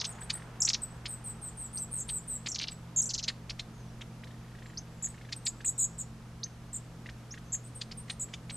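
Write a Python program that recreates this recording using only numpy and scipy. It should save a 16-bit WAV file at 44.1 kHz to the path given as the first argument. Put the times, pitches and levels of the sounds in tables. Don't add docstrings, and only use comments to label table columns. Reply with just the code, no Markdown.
import sys
import numpy as np
from scipy import signal
from scipy.fft import rfft, irfft
from scipy.io import wavfile
from scipy.ndimage import uniform_filter1d, map_coordinates

SR = 44100
rng = np.random.default_rng(int(sys.argv[2]) if len(sys.argv) > 2 else 0)


def linear_from_db(decibels):
    return 10 ** (np.asarray(decibels, float) / 20)


def dump(signal):
    limited = np.clip(np.atleast_2d(signal).T, -1, 1)
    pcm = np.round(limited * 32767).astype(np.int16)
    wavfile.write(sys.argv[1], SR, pcm)


N = 377496


def unit(x):
    return x / np.sqrt(np.mean(x ** 2) + 1e-20)


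def along(points, hz):
    f, v = np.transpose(points)
    return np.interp(np.log(hz + 1), np.log(f + 1), v)


def wobble(rate_hz, size=N):
    knots = rng.standard_normal(int(size * 2000 / SR) + 4)
    return map_coordinates(knots, [np.arange(size) * rate_hz / SR])


def add(out, start_s, x):
    part = out[max(round(start_s * SR), 0):][:len(x)]
    part += x[:len(part)]


# frequency in Hz, correlation (0 to 1).
STEREO_LIKENESS = [(60, 1), (130, 0.98), (290, 0.96), (630, 0.92), (1370, 0.76), (3010, 0.47), (6580, 0.46),
                   (14400, 0.6)]
# frequency in Hz, left minus right in dB.
STEREO_LEAN = [(60, -0.5), (240, -1), (930, -1.0), (3660, -0.5), (14400, 1)]


def rush(spectrum):
    hz = np.fft.rfftfreq(N, 1 / SR)
    turn = np.arccos(np.clip(along(STEREO_LIKENESS, hz), -1, 1)) / 2
    shaped = rfft(rng.standard_normal((2, N))) * linear_from_db(along(spectrum, hz))
    mid, side = irfft(shaped * [np.cos(turn), np.sin(turn)], N)
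    lean = linear_from_db(np.outer([.5, -.5], along(STEREO_LEAN, hz)))
    return unit(irfft(rfft([mid + side, mid - side]) * lean, N))


# frequency in Hz, level in dB.
HUM_TONES = [(120.3, -50), (165.6, -57), (222.5, -59)]


def machine_hum():
    t = np.arange(N) / SR
    hum = 0
    for (hz, db), unsteady in zip(HUM_TONES, (.9, 2.6, 2.2)):
        level = linear_from_db(db + 3.0 + unsteady * wobble(5.4))
        hum = hum + level * np.sin(2 * np.pi * hz * t + unsteady * 0.23 * wobble(5))
    return hum


# frequency in Hz, level in dB per Hz.
TRAFFIC_SPECTRUM = [(12, -47), (20, -12.5), (54, 3.5), (91, -5.5), (102, -23), (124, -1.5), (140, -7),
                    (174, 0), (193, -18), (217, -1), (276, -44), (351, -49), (420, -13), (550, -16),
                    (920, -120)]


def traffic():
    return linear_from_db(-53 + 0.86 * wobble(4.04)) * rush(TRAFFIC_SPECTRUM)


# frequency in Hz, level in dB per Hz.
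VEHICLE_SPECTRUM = [(210, -35), (350, -10), (525, -13.5), (908, -6.5), (1170, -10.5), (1260, -8.5),
                    (2120, -17.5), (3500, -24.5), (4550, -75), (7700, -120)]


def vehicle():
    near_db, leaves_s = 9.5, 1.64
    t = np.arange(N) / SR
    return linear_from_db(-62 + near_db * np.exp(-t / leaves_s)) * rush(VEHICLE_SPECTRUM)


# frequency in Hz, level in dB per Hz.
HISS_SPECTRUM = [(180, -3), (300, -3), (482, -15.5), (690, -10), (826, -17), (941, -18.5), (1240, -15),
                 (1350, -19), (5490, -23.5), (6150, -24), (10400, -30.5), (13200, -35), (14800, -63)]


def hiss():
    return linear_from_db(-55 + 0.21 * wobble(2.15)) * rush(HISS_SPECTRUM)


def echo(x, t60s, delay_s, unlike):
    step, lap = SR // 4, SR // 50
    out = np.zeros((2, N + SR))
    ramp = np.sin(np.pi / 2 * np.arange(lap) / lap) ** 2
    fade = np.concatenate([ramp, np.ones(step - lap), 1 - ramp])
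    padded = np.pad(x, (lap, step))
    for start in range(0, N + lap, step):
        hz, t, z = signal.stft(rng.standard_normal((2, SR // 3)), SR, nperseg=128)
        decay = linear_from_db(-60 * t / along(t60s, hz)[:, None])
        mid, side = signal.istft(z * decay, SR, nperseg=128)[1]
        tail = np.array([mid + unlike * side, mid - unlike * side]) / np.linalg.norm(mid)
        piece = padded[start:start + step + lap]
        wet = signal.fftconvolve((piece * fade[:len(piece)])[None], tail, axes=1)
        out[:, start + round(delay_s * SR):][:, :wet.shape[1]] += wet
    return out[:, lap:N + lap]


# frequency in Hz, t60 in seconds.
WALL_T60 = [(1500, 0.26), (4000, 0.27), (8000, 0.39), (12000, 0.59)]


def walls(x):
    return echo(x, WALL_T60, delay_s=0.014, unlike=0.028)


# frequency in Hz, t60 in seconds.
LEAF_T60 = [(1500, 0.023), (4000, 0.042), (8000, 0.078), (12000, 0.11)]


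def leaves(x):
    return echo(x, LEAF_T60, delay_s=0.0025, unlike=0.013)


# delay in seconds, level in dB.
FENCE_SLAPS = [(.0043, -12.5), (.0092, -29)]


def fence(x):
    return sum(linear_from_db(db) * np.pad(x, (round(delay_s * SR), 0))[:N] for delay_s, db in FENCE_SLAPS)


# frequency in Hz, gain in dB.
THROAT_GAIN = [(1050, -16), (1500, 9.5), (2000, -13.5), (4000, -1.5), (7500, -6.5), (9000, -8.5),
               (14000, -14), (17000, -25)]


def voice(hz, db, partials, edge_s, flutter_db):
    t = np.arange(len(hz)) / SR
    swell = np.sin(np.pi / 2 * np.clip(np.minimum(t, t[-1] - t) / edge_s, 0, 1))
    phase = 2 * np.pi * (np.cumsum(hz) / SR + rng.random())
    tone = sum(linear_from_db(level + along(THROAT_GAIN, k * hz)) * np.sin(k * phase) for k, level in partials)
    return linear_from_db(db + flutter_db * wobble(309.0, size=len(hz))) * swell * tone


def bend(length_s, *hz):
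    path = np.interp(np.linspace(0, 1, round(length_s * SR)), np.linspace(0, 1, len(hz)), hz)
    return uniform_filter1d(path, size=31, mode="nearest")


def whistled(hz, db, flutter_db, first_db=-40, edge_s=0.0021):
    third_db = -21 + 0.019 * np.clip(hz - 7300, -1500, 0)
    upper_db = -44 + .007 * np.clip(5800 - hz, 0, 2500)
    partials = [(1.003, 0), (.5, first_db), (5.3, upper_db), (1.502, third_db)]
    return voice(hz, db, partials, edge_s, flutter_db)


def low(hz, db, octave_db, push=3.6, bright=0.):
    gain_db = push * np.clip(3200 - hz, 0, 1800) / 1000 + bright * (hz - 4500) / 1000
    return voice(hz, db + gain_db, [(1, 0.18), (2, octave_db)], edge_s=0.0016, flutter_db=3.0)


def noise_cloud(db):
    t = np.linspace(-1, 1, SR // 40)
    band = signal.butter(4, [1700, 7000], "band", fs=SR, output="sos")
    air = signal.sosfilt(band, rng.standard_normal(len(t)))
    return linear_from_db(db) * unit(air) * np.exp(-(t / 0.49) ** 2)


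# first beat in seconds, gap in seconds, beat count, first level in dB, last level in dB.
WING_BURSTS = [(0.149, .0334, 3, -59, -54), (0.349, .0235, 4, -56, -55), (0.5536, .035, 1, -61, -58),
               (4.235, .0355, 5, -50, -68), (4.41, .0348, 5, -66, -60), (4.584, .0367, 3, -57, -53.5),
               (4.698, .0344, 2, -58, -61), (4.8715, .035, 1, -63, -56), (5.012, .029, 3, -62, -57.5),
               (5.142, .0345, 3, -59, -57), (5.248, .04, 2, -59, -54), (5.6046, .0388, 2, -49.5, -49),
               (6.4634, .035, 1, -60, -54), (6.838, .035, 1, -67, -57), (7.059, .0298, 2, -49, -47),
               (7.339, .0356, 2, -49, -52), (7.5446, .035, 1, -55, -54), (8.2845, .035, 1, -60, -58)]


def wings():
    rustle_db, rustle_rise_s = -9, .0022
    out, t = np.zeros(N), np.arange(SR // 30) / SR
    bands = [signal.butter(2, [0.77 * hz, 1.3 * hz], "band", fs=SR, output="sos")
             for hz in (1980, 2780, 3600, 4800, 6400)]
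    for first_s, gap_s, count, first_db, last_db in WING_BURSTS:
        for i, db in enumerate(np.linspace(first_db, last_db, round(count))):
            clap_hz = 1800 * (1 + rng.normal(0, 0.03))
            beat = np.sin(2 * np.pi * clap_hz * t) * np.exp(-((t - .003) / 0.0013) ** 2)
            for k, band in enumerate(bands):
                rustle = unit(signal.sosfilt(band, rng.standard_normal(len(t))))
                swell = np.exp(-((t - .0045 - rustle_rise_s * k) / 0.0032) ** 2)
                beat = beat + linear_from_db(rustle_db - 3.3 * k) * rustle * swell
            add(out, first_s + i * gap_s - .001, linear_from_db(db + 8.5) * beat)
    return out


# start in seconds, length in seconds, start pitch in Hz, end pitch in Hz, level in dB.
FAR_BIRDS = [
    (0.11, 0.027, 7450, 6050, -53),
    (3.725, .1, 6640, 6040, -70.5),
    (3.85, 0.059, 6000, 5300, -72),
    (4.63, 0.083, 7500, 7000, -67.5),
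    (4.895, 0.14, 7700, 6700, -74),
    (7.45, 0.073, 6250, 6250, -69),
]
DISTANT_PIPER = [
    (5.71, 0.36, 5620, 5550, -75),
]
LEVEL_WHISTLES = [
    (0.817, 0.037, 8055, 7925, -39),
    (2.71, 0.032, 7750, 7850, -47.5),
]
THIN_WHISTLES = [
    (1.08, 0.075, 8260, 8280, -44),
    (1.24, 0.078, 8300, 8180, -45),
    (1.415, 0.08, 8320, 8040, -46),
    (1.57, 0.099, 8420, 7710, -46.5),
    (1.73, .118, 8420, 7770, -45),
    (1.912, .116, 8420, 7540, -43),
    (2.08, 0.11, 8260, 7760, -42.5),
    (2.276, 0.097, 8200, 7740, -43.5),
]


def whistles(calls, lead_hz, waver_hz, period_s, droop_hz, fade_db, flutter_db):
    out = np.zeros(N)
    for start_s, length_s, start_hz, end_hz, db in calls:
        t = np.arange(round(length_s * SR)) / SR
        glide = start_hz + (end_hz - start_hz) * (t / length_s) ** 2
        lead = lead_hz * np.exp(-(t / .0105) ** 2)
        waver = waver_hz * np.cos(2 * np.pi * t / period_s)
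        droop = droop_hz * np.exp((t - length_s) / 0.0071)
        breath_db = -6 * np.exp(-t / 0.013) - fade_db * np.exp((t - length_s) / 0.0076)
        add(out, start_s, whistled(glide + lead + waver - droop, db + breath_db + 17.5, flutter_db))
    return out


# start in seconds, length in seconds, floor in Hz, rim above it in Hz, level in dB.
SCOOP_NOTES = [(0.059, 0.052, 7900, 1280, -33), (0.205, 0.041, 7790, 1870, -32),
               (0.325, 0.046, 7990, 1870, -29), (5.08, 0.03, 7880, 1460, -38),
               (5.361, 0.019, 8080, 1750, -32), (5.576, 0.025, 7700, 1050, -53),
               (7.639, .038, 7960, 1450, -40.5), (7.748, .035, 8200, 1770, -33.5),
               (7.97, .04, 8250, 1820, -36), (8.095, 0.03, 8460, 1400, -35.5),
               (8.515, 0.053, 8040, 450, -35)]


def scoops():
    out = np.zeros(N)
    for start_s, length_s, floor_hz, rim_hz, db in SCOOP_NOTES:
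        hz = floor_hz + rim_hz * bend(length_s, 0.96, 0.14, 0, 0.021, .45, 1.13)
        add(out, start_s, whistled(hz, db - 4.7 * (hz - floor_hz) / 1000, 4.2))
    return out


# start in seconds, length in seconds, top pitch in Hz, period in seconds, level in dB.
SLIDING_WARBLES = [
    (5.452, 0.039, 8220, 0.017, -30),
    (5.646, 0.052, 8240, 0.019, -27),
    (5.654, 0.046, 7400, .026, -40),
    (5.779, 0.073, 8330, 0.017, -24.5),
    (5.981, 0.038, 8420, 0.012, -33.5),
]
ARCHED_WARBLES = [
    (1.975, 0.051, 7600, 0.018, -40.5),
    (5.024, 0.041, 7800, 0.021, -30.5),
    (6.730, 0.04, 8340, 0.021, -31.5),
    (7.521, 0.0345, 7670, 0.015, -29),
    (8.196, 0.043, 8000, 0.024, -31),
]
OPEN_WARBLE = [
    (2.9615, 0.047, 7500, 0.015, -21),
]


def warbles(calls, depth, skew, sag_hz, flutter_db):
    out = np.zeros(N)
    for start_s, length_s, top_hz, period_s, db in calls:
        cycle = np.arange(round(length_s * SR)) / SR / period_s + 0.076
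        skewed = cycle + skew * np.sin(np.pi * cycle) ** 2
        dips = depth * top_hz * np.abs(np.cos(np.pi * skewed)) ** 3.2
        swell_db = -8 * np.exp(-cycle / 0.7)
        hz = top_hz - sag_hz * cycle - dips
        add(out, start_s, whistled(hz, db + 6.0 + swell_db, flutter_db, first_db=-36.5, edge_s=0.0014))
    return out


# start in seconds, dip in Hz, end in Hz, dip level in dB, stroke level in dB.
NEAR_CHURRS = [
    (.0, 3560, 1400, -31, -26),
    (0.039, 4380, 2040, -50, -26.5),
    (0.687, 4140, 1530, -22, -20.5),
    (0.732, 3600, 1500, -23.5, -20),
    (2.545, 3900, 1550, -31.5, -26),
    (2.584, 2850, 1530, -26.5, -30),
    (2.626, 2610, 1500, -30, -25.5),
    (2.671, 2470, 1510, -39, -26),
]
HIDDEN_CHURRS = [
    (3.091, 4330, 1940, -35, -30),
    (3.135, 3960, 2160, -32, -31),
    (3.178, 3570, 2010, -31.5, -28),
    (3.227, 3700, 1890, -34, -28.5),
]


def churrs(syllables, bright):
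    octave_db = -31
    out = np.zeros(N)
    for start_s, dip_hz, end_hz, dip_db, stroke_db in syllables:
        top_hz = 3700 + .7 * dip_hz
        dip = bend(.0085, top_hz, dip_hz, 1.25 * top_hz)
        stroke = bend(0.0068, 1.12 * top_hz, 0.62 * top_hz, end_hz)
        add(out, start_s, low(dip, dip_db + 1.5, octave_db, push=1.5, bright=bright))
        add(out, start_s + 0.0115, low(stroke, stroke_db + 1, octave_db, push=1.8, bright=bright))
        add(out, start_s - .002, noise_cloud(stroke_db - 26.5))
    return out


FOOT_HZ = 1550

# start in seconds, length in seconds, peak in Hz, level in dB.
CHIP_ARCS = [(0.3004, 0.0075, 5000, -27.5), (0.674, 0.0086, 4640, -33.5), (0.736, 0.0047, 4200, -38),
             (1.0557, 0.013, 5460, -36.5), (2.089, 0.012, 4930, -41), (2.46, .013, 5470, -35),
             (2.6123, .011, 5100, -34.5), (3.28, 0.01, 5045, -29), (3.495, 0.014, 5770, -37.5),
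             (3.5936, 0.0094, 4370, -35.5), (4.01, 0.013, 3820, -43.5), (5.324, 0.0089, 5605, -32.5),
             (5.464, 0.0075, 5330, -32), (7.813, 0.0073, 5170, -35), (7.912, 0.014, 5420, -43),
             (8.082, 0.005, 2200, -52), (8.098, 0.011, 4260, -34.5), (8.126, 0.0039, 2190, -51),
             (8.337, 0.0077, 3710, -37), (8.496, .014, 4930, -41.5)]


def arc_notes():
    shoulder = .66
    return [(start_s, db, FOOT_HZ + (peak_hz - FOOT_HZ) * bend(length_s, 0, shoulder, 1, shoulder, 0))
            for start_s, length_s, peak_hz, db in CHIP_ARCS]


# start in seconds, length in seconds, top in Hz, level in dB.
DOWN_STROKES = [
    (2.718, 0.0047, 5530, -51),
    (3.289, 0.013, 4110, -46.5),
    (3.296, 0.0085, 4460, -45),
]


def stroke_notes():
    middle = .58
    return [(start_s, db, bend(length_s, top_hz, FOOT_HZ + middle * (top_hz - FOOT_HZ), FOOT_HZ))
            for start_s, length_s, top_hz, db in DOWN_STROKES]


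# start in seconds, length in seconds, start pitch in Hz, end pitch in Hz, level in dB.
SLUR_NOTES = [
    (0.043, 0.0065, 1774, 5750, -34.5),
    (0.603, 0.011, 6600, 7740, -27),
    (1.773, 0.014, 4000, 6370, -40),
    (2.467, .014, 6400, 8040, -41),
    (2.513, 0.018, 5830, 5500, -42.5),
    (3.016, .005, 7540, 8000, -23),
    (4.7722, .016, 4150, 6360, -36.5),
    (6.4312, 0.015, 3350, 6520, -34.5),
    (7.3085, 0.024, 5140, 6700, -43),
]


def slur_notes():
    middle = .85
    return [(start_s, db, bend(length_s, start_hz, start_hz + middle * (end_hz - start_hz), end_hz))
            for start_s, length_s, start_hz, end_hz, db in SLUR_NOTES]


# start in seconds, dip in Hz, dip level in dB, settle time in seconds, settle level in dB.
OPENING_FLICKS = [
    (0.617, 5090, -21, 0.013, -26.5),
    (0.648, 5340, -21, .016, -33),
    (2.484, 5620, -31.5, 0.021, -39.5),
    (2.515, 5240, -33, .012, -52),
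    (3.022, 5430, -29.5, .022, -30.5),
    (3.054, 5700, -30.5, 0.025, -36),
]


def flick_notes():
    flick_s, from_hz, to_hz = .0084, 7600, 8550
    notes = []
    for start_s, dip_hz, dip_db, settle_s, settle_db in OPENING_FLICKS:
        notes.append((start_s, dip_db, bend(flick_s, from_hz, .9 * from_hz, dip_hz, to_hz)))
        notes.append((start_s + flick_s, settle_db, bend(settle_s, to_hz, 7240, 7260)))
    return notes


def chips():
    whistle_above_hz = 3000
    out = np.zeros(N)
    for start_s, db, hz in arc_notes() + stroke_notes() + slur_notes() + flick_notes():
        if hz.min() > whistle_above_hz:
            add(out, start_s, whistled(hz, db + 5.5, 1.5))
        else:
            add(out, start_s, low(hz, db + 4.5, -20.5, push=7.5))
            add(out, start_s + len(hz) / SR / 2 - 1 / 80, noise_cloud(db - 7.5))
    return out


def scene():
    background = machine_hum() + traffic() + vehicle() + hiss()
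    far = whistles(FAR_BIRDS, lead_hz=60, waver_hz=130, period_s=.024, droop_hz=30, fade_db=2, flutter_db=4.0)
    far += whistles(DISTANT_PIPER, lead_hz=5, waver_hz=15, period_s=0.028, droop_hz=15, fade_db=6,
                    flutter_db=3.0)
    high = whistles(THIN_WHISTLES, lead_hz=784, waver_hz=255, period_s=.0225, droop_hz=820, fade_db=13,
                    flutter_db=2.5)
    high += whistles(LEVEL_WHISTLES, lead_hz=300, waver_hz=51, period_s=0.0296, droop_hz=30, fade_db=17,
                     flutter_db=2.5)
    high += scoops()
    hidden = churrs(HIDDEN_CHURRS, bright=3.0)
    clear = warbles(OPEN_WARBLE, depth=0.14, skew=-0.027, sag_hz=37, flutter_db=1.0)
    sharp = wings() + churrs(NEAR_CHURRS, bright=1.7) + chips()
    near = sharp + warbles(SLIDING_WARBLES, depth=.15, skew=0.099, sag_hz=128, flutter_db=1.6)
    near += warbles(ARCHED_WARBLES, depth=.15, skew=.03, sag_hz=60, flutter_db=1.6)

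    late = linear_from_db(-21.0) * (near + clear + hidden) + linear_from_db(-18.0) * high + linear_from_db(-14) * far
    scatter = linear_from_db(-2.5) * near + linear_from_db(-4) * high + linear_from_db(-21.0) * far + linear_from_db(-10) * clear + linear_from_db(3.5) * hidden
    direct = near + clear + linear_from_db(-4.0) * high + linear_from_db(-9.5) * far + linear_from_db(-0.5) * hidden
    return background + walls(late) + leaves(scatter) + fence(sharp + hidden) + direct


def low_pass(x):
    return signal.sosfilt(signal.butter(12, 15000, fs=SR, output="sos"), x)


def record(dry):
    return low_pass(dry)


dry = scene()
out = record(dry)
dump(out)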